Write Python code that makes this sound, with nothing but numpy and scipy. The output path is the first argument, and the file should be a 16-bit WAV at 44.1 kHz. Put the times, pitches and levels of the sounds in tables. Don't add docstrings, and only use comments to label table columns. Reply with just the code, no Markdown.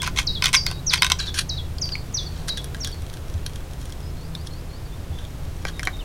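import sys
import numpy as np
from scipy import signal
from scipy.fft import rfft, irfft
from scipy.io import wavfile
from scipy.ndimage import uniform_filter1d

SR = 44100
rng = np.random.default_rng(int(sys.argv[2]) if len(sys.argv) > 2 else 0)


def unload_wav(signal):
    wavfile.write(
        sys.argv[1],
        SR,
        np.round(np.clip(np.atleast_2d(signal).T, -1, 1) * 32767).astype(np.int16),
    )


N = 266364
TIME = np.arange(N) / SR


def from_db(db):
    return 10 ** (np.asarray(db) / 20)


def rms_one(x):
    return x / np.sqrt(np.mean(x ** 2) + 1e-20)


def add(out, start_s, sound):
    at = max(0, round(start_s * SR))
    out[at:at + len(sound)] += sound[:max(0, N - at)]


def passed(x, hz, kind, order=2):
    sos = signal.butter(order, np.minimum(hz, SR / 2 - 1), kind, fs=SR, output="sos")
    return signal.sosfilt(sos, x)


def drift(rate_hz, size):
    knots = np.arange(size) * rate_hz / SR
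    count = int(knots[-1]) + 2
    values = rng.standard_normal(size)[:count]
    return np.interp(knots, np.arange(count), values)


def coloured_noise(spectrum):
    hz, db = np.transpose(spectrum)
    bins_hz = np.maximum(np.fft.rfftfreq(N, 1 / SR), 1)
    gain = from_db(np.interp(np.log(bins_hz), np.log(hz), db))
    return rms_one(irfft(rfft(rng.standard_normal(N)) * gain, N))


def garden(x, wet_db, t60_s):
    t = TIME[:SR // 2]
    echoes = rng.standard_normal(len(t)) * (t > .003) * from_db(-60 * t / t60_s)
    echoes = passed(echoes, 11400, "low", order=1)
    echoes = echoes / np.sqrt(np.sum(echoes ** 2))
    return x + from_db(wet_db) * signal.fftconvolve(x, echoes)[:N]


# pitch_hz [Hz], density_db [dB per Hz]
RUMBLE_SPECTRUM = [(12, 4), (25, 2), (45, 4), (80, 0.5), (120, -3), (180, -11), (260, -24.5), (500, -45)]
RUMBLE_BASE_DB = -34.5


def rumble(gain_db):
    return from_db(RUMBLE_BASE_DB + gain_db) * coloured_noise(RUMBLE_SPECTRUM)


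# pitch_hz [Hz], density_db [dB per Hz]
AIR_SPECTRUM = [(120, -37), (200, -4.5), (268, 0), (347, -2), (432, -3), (1420, -13), (1560, -14.5),
                (3560, -18.5), (3900, -18), (4270, -20), (5420, -21.5), (13800, -29), (16000, -42)]
AIR_BASE_DB = -45


def air(gain_db):
    return from_db(AIR_BASE_DB + gain_db) * coloured_noise(AIR_SPECTRUM)


# order [multiple of firing rate], level_db [dB rms before gain and fading]
ENGINE_ORDERS = [(2, -49), (3, -38), (4, -63), (5, -43.5), (6, -44.5), (7, -56.5), (10, -59.5), (13, -58)]
MEAN_FIRING_HZ = 26.94


def engine(gain_db, wander=.006, fading_db=3.5):
    turns = np.cumsum(MEAN_FIRING_HZ * (1 + wander * drift(5, N))) / SR
    out = np.zeros(N)
    for order, level_db in ENGINE_ORDERS:
        gain = from_db(level_db + fading_db * drift(9, N))
        out += gain * np.sqrt(2) * np.sin(2 * np.pi * (round(order) * turns + rng.random()))
    return from_db(gain_db) * out


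# [dB, envelope peak]
THUMP_EVENTS = [(3.345, -16), (5.099, -22.5), (5.471, -25)]


def thumps(pitch_hz=80, rise_s=0.011):
    out, t = np.zeros(N), TIME[:SR // 6]
    envelope = t / rise_s * np.exp(1 - t / rise_s)
    for start_s, level_db in THUMP_EVENTS:
        add(out, start_s, from_db(level_db) * envelope * np.sin(2 * np.pi * pitch_hz * t))
    return out


def bird_tone(pitch_hz, level_db, waver, flutter_db):
    size = len(pitch_hz)
    phase = 2 * np.pi * np.cumsum(pitch_hz * (1 + waver * drift(512, size))) / SR
    gain = from_db(level_db + flutter_db * drift(170, size))
    return gain * np.sin(phase) * signal.windows.tukey(size, .04)


# start_s [s], length_s [s], first_hz [Hz], last_hz [Hz], level_db [dB]
FAR_WHISTLES = [(0, .018, 3380, 3350, -27), (.72, .093, 3820, 3890, -44.5), (4.02, .09, 5030, 5250, -51),
                (4.85, .028, 4610, 4270, -49), (4.91, .048, 3520, 3620, -51), (5.109, .17, 3480, 3590, -50),
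                (5.728, .069, 3760, 3680, -47), (5.834, .036, 3110, 3110, -39.5),
                (5.926, .04, 3710, 3740, -39), (5.988, .02, 3640, 3520, -38), (6.004, .03, 3050, 2450, -41)]
SLUR_STARTS = [4.16, 4.325, 4.49, 4.68]
SLUR_LENGTH_S, SLUR_FIRST_HZ, SLUR_LAST_HZ, SLUR_LEVEL_DB = .122, 4220, 5300, -51


def far_birds():
    out = np.zeros(N)
    slurs = [(start_s, SLUR_LENGTH_S, SLUR_FIRST_HZ, SLUR_LAST_HZ, SLUR_LEVEL_DB)
             for start_s in SLUR_STARTS]
    for start_s, length_s, first_hz, last_hz, level_db in FAR_WHISTLES + slurs:
        part = np.linspace(0, 1, max(round(length_s * SR), 64))
        pitch_hz = first_hz + (last_hz - first_hz) * part ** 2.4
        tone = bird_tone(pitch_hz, level_db, waver=0.018, flutter_db=3.0)
        add(out, start_s, tone * signal.windows.tukey(len(part), .4))
    return out


# delay_s [s], length_s [s], first_hz [Hz], held_hz [Hz], fall_s [s], note_db [dB re chirp]
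LOW_CHIRP = [(0, .072, 6900, 3900, .0112, -.5), (.079, .058, 4900, 3400, .014, -7.5)]
HIGH_CHIRP = [(0, .09, 7100, 4770, .0145, 1), (.104, .04, 5000, 4280, .023, -5.5)]
STEP_CHIRP = [(0, .042, 7100, 5700, .012, .5), (.028, .07, 5700, 3500, .018, -1),
              (.119, .032, 4850, 4250, .02, -9)]
# start_s [s], chirp [note table], level_db [dB before fade], pitch_factor [ratio]
SPARROW_SONG = [(0.263, LOW_CHIRP, -18, 1.005), (.550, HIGH_CHIRP, -16, 1.005), (.858, STEP_CHIRP, -18, 1),
                (1.183, LOW_CHIRP, -19.5, 1.03), (1.487, LOW_CHIRP, -22, 1.007),
                (1.808, HIGH_CHIRP, -19.5, 1.0), (2.134, STEP_CHIRP, -21.5, 1.0),
                (2.482, LOW_CHIRP, -22, 1.013), (2.797, STEP_CHIRP, -26.5, 0.98)]
NOTE_ATTACK_S, NOTE_RELEASE_S, NOTE_FADE_DB_PER_S = .016, .012, 305
NOTE_SAG_HZ_PER_S, FALL_SHAPE = 2100, 2.1
THIN_ABOVE_HZ, THIN_DB_PER_KHZ = 5600, 4.0


def sparrow():
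    out = np.zeros(N)
    for start_s, chirp, level_db, pitch_factor in SPARROW_SONG:
        for delay_s, length_s, first_hz, held_hz, fall_s, note_db in chirp:
            t = TIME[:round(length_s * SR)]
            fall = np.exp(-(t / fall_s) ** FALL_SHAPE)
            glide_hz = held_hz + (first_hz - held_hz) * fall - NOTE_SAG_HZ_PER_S * t
            attack = np.sin(np.pi / 2 * np.minimum(t / NOTE_ATTACK_S, 1)) ** 2
            release = np.clip((length_s - t) / NOTE_RELEASE_S, 0, 1)
            fade_db = NOTE_FADE_DB_PER_S * np.maximum(t - NOTE_ATTACK_S, 0)
            thin_db = THIN_DB_PER_KHZ * np.maximum(glide_hz - THIN_ABOVE_HZ, 0) / 1000
            tone_db = level_db + note_db - fade_db - thin_db
            tone = bird_tone(pitch_factor * glide_hz, tone_db, waver=.008, flutter_db=2.4)
            add(out, start_s + delay_s, attack * release * tone)
    return out


def shell_ring(force, modes, body_db, edge_db, scatter_db, ring_hz=(), ring_db=13.0,
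               grip=.012, body_hz=1700, edge_hz=7000):
    out = 0
    chances = rng.standard_normal((len(modes), 2))
    for k, ((pitch_hz, width_hz, level_db), (level_chance, pitch_chance)) in enumerate(zip(modes, chances)):
        body_tilt_db = body_db / (1 + (pitch_hz / body_hz) ** 6)
        edge_tilt_db = edge_db / (1 + (edge_hz / pitch_hz) ** 6)
        favour_db = sum(ring_db * np.exp(-(np.log(pitch_hz / f) / .11) ** 2) for f in ring_hz)
        mode_db = level_db + body_tilt_db + edge_tilt_db + favour_db + scatter_db * level_chance
        r = np.exp(-np.pi * width_hz / SR)
        turn = 2 * np.pi * pitch_hz * (1 + grip * pitch_chance) / SR
        mode = signal.lfilter([1, 0, -1], [1, -2 * r * np.cos(turn), r * r], force)
        out = out + (-1) ** k * (1 - r * r) * from_db(mode_db) * mode
    return out


def contacts(rows, modes, crumble, crumble_s, chatter, chatter_s, scatter_db):
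    out, t = np.zeros(N), TIME[:SR // 12]
    decay = crumble * np.exp(-t / crumble_s) + chatter * np.exp(-t / chatter_s)
    for start_s, level_db, body_db, edge_db, *ring_hz in rows:
        force = rng.standard_normal(len(t)) * decay
        force[0] += 1
        sound = shell_ring(force, modes, body_db, edge_db, scatter_db, ring_hz)
        loudest = np.sqrt(uniform_filter1d(sound ** 2, SR // 1000).max())
        add(out, start_s, from_db(level_db) * sound / loudest)
    return out


# [Hz, optional]
CLACK_EVENTS = [(1.954, -21, -8, 0, 2300), (5.6515, -17.5, 2, 3), (5.7945, -21, -10, 6, 2100),
                (5.872, -12, 1, -1), (5.880, -23.5, 2, -4, 1700)]
# [dB, relative]
CUPPED_MODES = [(413, 130, -7.5), (773, 115, -2.5), (1130, 220, -8), (1560, 135, 0.5), (1950, 260, -2),
                (2300, 170, -0.5), (3200, 230, -15), (4100, 280, -13), (5200, 330, -14), (6000, 210, -15.5),
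                (7000, 450, -21), (9600, 450, -22.5), (11500, 820, -31)]


def clacks():
    return contacts(CLACK_EVENTS, CUPPED_MODES, crumble=0.037, crumble_s=0.0019,
                    chatter=0.034, chatter_s=0.007, scatter_db=0.5)


# [Hz, optional]
TICK_EVENTS = [(1.784, -28, -10, -8, 5000), (1.891, -27.5, -7, -10), (1.920, -35, 8.5, -8),
               (2.483, -25, 9, -4), (2.490, -23.5, 10, 4), (2.573, -25.5, 2, 1), (2.579, -29, 6, 2),
               (2.643, -28, 4, 13), (2.746, -28, 2, 3, 1600), (2.846, -22, 2, -4), (2.873, -25.5, 4, 5),
               (3.138, -35, 0, 4), (3.463, -22.5, -4, 0), (3.558, -33.5, -2, 2), (3.855, -36.5, -3, 1),
               (3.923, -34, 2, -1), (4.351, -24.5, 2, 1, 3660), (4.471, -30, 0, 2, 3650),
               (5.187, -35, 8, -4, 3500), (5.250, -35, 4, 2, 3550), (5.831, -22, 9, 0),
               (5.852, -30, -11, 10)]
# [dB, relative]
OPEN_MODES = [(1050, 130, -11), (1594, 153, 1.5), (2050, 360, -9), (2380, 240, -6.5), (3250, 250, 3.5),
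              (3650, 280, 1.5), (4200, 570, 0), (4870, 560, -3), (5590, 330, 2.5), (6820, 660, -5),
              (8150, 680, -8.5), (9500, 550, -6.5), (10700, 600, -8.5), (13000, 3400, -19.5)]


def wet_ticks():
    return contacts(TICK_EVENTS, OPEN_MODES, crumble=.25, crumble_s=0.0014,
                    chatter=.08, chatter_s=.007, scatter_db=2.0)


# time_s [s], level_db [dB]
FINGERING_LEVELS = [(1.9, -39), (2.15, -50), (2.45, -43), (2.9, -37), (3.25, -39), (3.8, -41), (4.1, -47),
                    (4.4, -45), (4.8, -58), (5.3, -48), (6.0, -43)]


def wet_crackle(per_s=20, spread_db=4.0, body_db=1.5, max_edge_db=5.0):
    time_s, level_db = np.transpose(FINGERING_LEVELS)
    count = round(per_s * (time_s[-1] - time_s[0]))
    rows = []
    for k, (jitter, size, hardness) in enumerate(rng.random((count, 3))):
        start_s = time_s[0] + (k + 2 * jitter - 1) / per_s
        tick_db = np.interp(start_s, time_s, level_db) + spread_db * (2 * size - 1)
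        rows.append((start_s, tick_db, body_db, max_edge_db * hardness))
    return contacts(rows, OPEN_MODES, crumble=0.17, crumble_s=0.0011,
                    chatter=.04, chatter_s=.005, scatter_db=2.5)


# [dB, relative]
SHELL_MODES = [(794, 113, -12.5), (1027, 46, 2), (1190, 130, -6), (1389, 82, -4), (1522, 70, 0.5),
               (1667, 70, -4.5), (1900, 170, -3), (2176, 105, 5), (2463, 140, 1.5), (2664, 144, 0.5),
               (2990, 200, -2.5), (3273, 180, 2.5), (3506, 180, 1.5), (3690, 250, 2), (4260, 120, -0.5),
               (4740, 280, -4.5), (5290, 200, -0.5), (5770, 270, -2.5), (6400, 226, -3.5),
               (7280, 380, -9.5), (8710, 500, -10), (10100, 800, -12.5), (12700, 2300, -21.5)]
# [Hz, optional]
SCRAPE_EVENTS = [(.011, .089, .4, -27.5, 4, -2), (.159, .071, .55, -21.5, 2, 1.5),
                 (.428, .07, .25, -22, 0, -2), (.529, .052, .18, -20.5, 1, 7), (.663, .07, .1, -35, 4, -3),
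                 (.905, .08, .42, -22, 1, 2), (1.016, .062, .26, -22, 6, 0),
                 (1.10, .038, .58, -21.5, 3, -1), (1.184, .08, .28, -30.5, 4, -1, 2400),
                 (1.258, .045, .55, -29, 5, -5), (1.339, .034, .1, -27.5, 1, 4, 2350),
                 (1.358, .063, .63, -22.5, 3, 3, 2350), (2.32, .14, .5, -47, -4, -3),
                 (2.474, .026, .45, -29, 6, 5), (2.834, .085, .55, -39, 6, -1),
                 (3.779, .13, .35, -48, 0, 3), (4.445, .032, .75, -39.5, 0, -3),
                 (5.162, .11, .65, -50, 9, -4), (5.662, .045, .6, -33.5, 11, -5)]
SHELL_OPENS_S = 1.16


def scrapes(slips_per_s=8000, grit_db=2.2, judder_db=3.4, judder_hz=220, ends_db=-14, top_hz=11500):
    out, t = np.zeros(N), TIME[:SR // 5]
    for start_s, length_s, strongest_share, level_db, body_db, edge_db, *ring_hz in SCRAPE_EVENTS:
        slips = (rng.random((3, len(t))) < slips_per_s / SR) * rng.standard_normal((3, len(t)))
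        roughness_db = grit_db * rng.standard_normal(len(t)) + judder_db * drift(judder_hz, len(t))
        slips = slips * from_db(roughness_db)
        modes = SHELL_MODES if start_s < SHELL_OPENS_S else OPEN_MODES
        sound = np.zeros(len(t))
        for point in slips:
            ring = shell_ring(point, modes, body_db, edge_db, scatter_db=3.0, ring_hz=ring_hz, ring_db=7.0)
            sound += ring * from_db(4.0 * drift(70, len(t)))
        strongest_s = np.clip(strongest_share * length_s, .003, length_s)
        knots_s = [0, .003, strongest_s, length_s, length_s + .018]
        pressure = from_db(np.interp(t, knots_s, [-30, ends_db * .6, 0, ends_db, -60]))
        add(out, start_s, from_db(level_db) * pressure * rms_one(passed(sound, top_hz, "low")))
    return out


CHIPS_PER_S, CHIP_DB, CHIP_SPREAD_DB = 30, -1, 2.5


def chips():
    rows = []
    for start_s, length_s, _, level_db, body_db, edge_db, *_ in SCRAPE_EVENTS:
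        if start_s < SHELL_OPENS_S:
            for when, size in rng.random((round(CHIPS_PER_S * length_s), 2)):
                chip_db = level_db + CHIP_DB + CHIP_SPREAD_DB * (2 * size - 1)
                rows.append((start_s + when * length_s, chip_db, body_db, edge_db))
    return rows


# [Hz, optional]
CRACK_EVENTS = [(.019, -21, -3, 7), (.031, -22, 18, 14), (.075, -17.5, 12.5, 2), (.174, -18.5, 2, -10),
                (.187, -11, 4.5, -11), (.423, -12.5, -3, -8), (.4415, -11.5, -8, -2),
                (.4573, -10, -1, 3, 3300), (.4677, -16.5, 3, 3), (.489, -22, 4, 3), (.530, -18, 4, 6),
                (.539, -11, -3, -6), (.544, -10, 2, -4), (.549, -6, -16, -4), (.555, -13, -10, -3, 2200),
                (.665, -14.5, -1, 0, 1460), (.703, -32, 15, 2), (.713, -24.5, 13, 3), (.9362, -12, -8, 5),
                (.9425, -12, -2, 7), (1.0213, -6, 5, 2), (1.0307, -8.5, 7, -17), (1.0455, -14, 5, 0),
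                (1.066, -17.5, 0, -1, 3400), (1.100, -17, 4, 7), (1.1155, -15.5, 19, 0),
                (1.119, -5.5, -26, 0)]


def cracks():
    return contacts(CRACK_EVENTS + chips(), SHELL_MODES, crumble=0.068, crumble_s=0.0013,
                    chatter=.03, chatter_s=.005, scatter_db=3.0)


# time_s [s], engine_db [dB], rumble_db [dB], air_db [dB]
BACKGROUND_GAINS = [(0, 2.5, 5, 2.5), (1.4, 1, 2.5, 1), (2.5, -2.5, 2.5, 3), (3.6, -2.5, 2.5, 1.5),
                    (4.7, -4, 1, 1), (6.04, -4, 3, 2)]


def scene():
    time_s, *gains = np.transpose(BACKGROUND_GAINS)
    engine_db, rumble_db, air_db = [np.interp(TIME, time_s, gain) for gain in gains]
    background = air(air_db) + rumble(rumble_db) + engine(engine_db) + thumps()
    birds = garden(far_birds(), wet_db=-12, t60_s=0.48) + garden(sparrow(), wet_db=-9.5, t60_s=.3)
    shell_work = clacks() + wet_ticks() + wet_crackle() + scrapes() + cracks()
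    hands = garden(shell_work, wet_db=-16, t60_s=.16)
    return (background + birds + hands)[None, :]


CUTOFF_HZ = 16100


def record(dry):
    low_pass = signal.ellip(10, .1, 90, CUTOFF_HZ, fs=SR, output="sos")
    return signal.sosfilt(low_pass, np.clip(dry, -.93, .93))


dry = scene()
out = record(dry)
unload_wav(out)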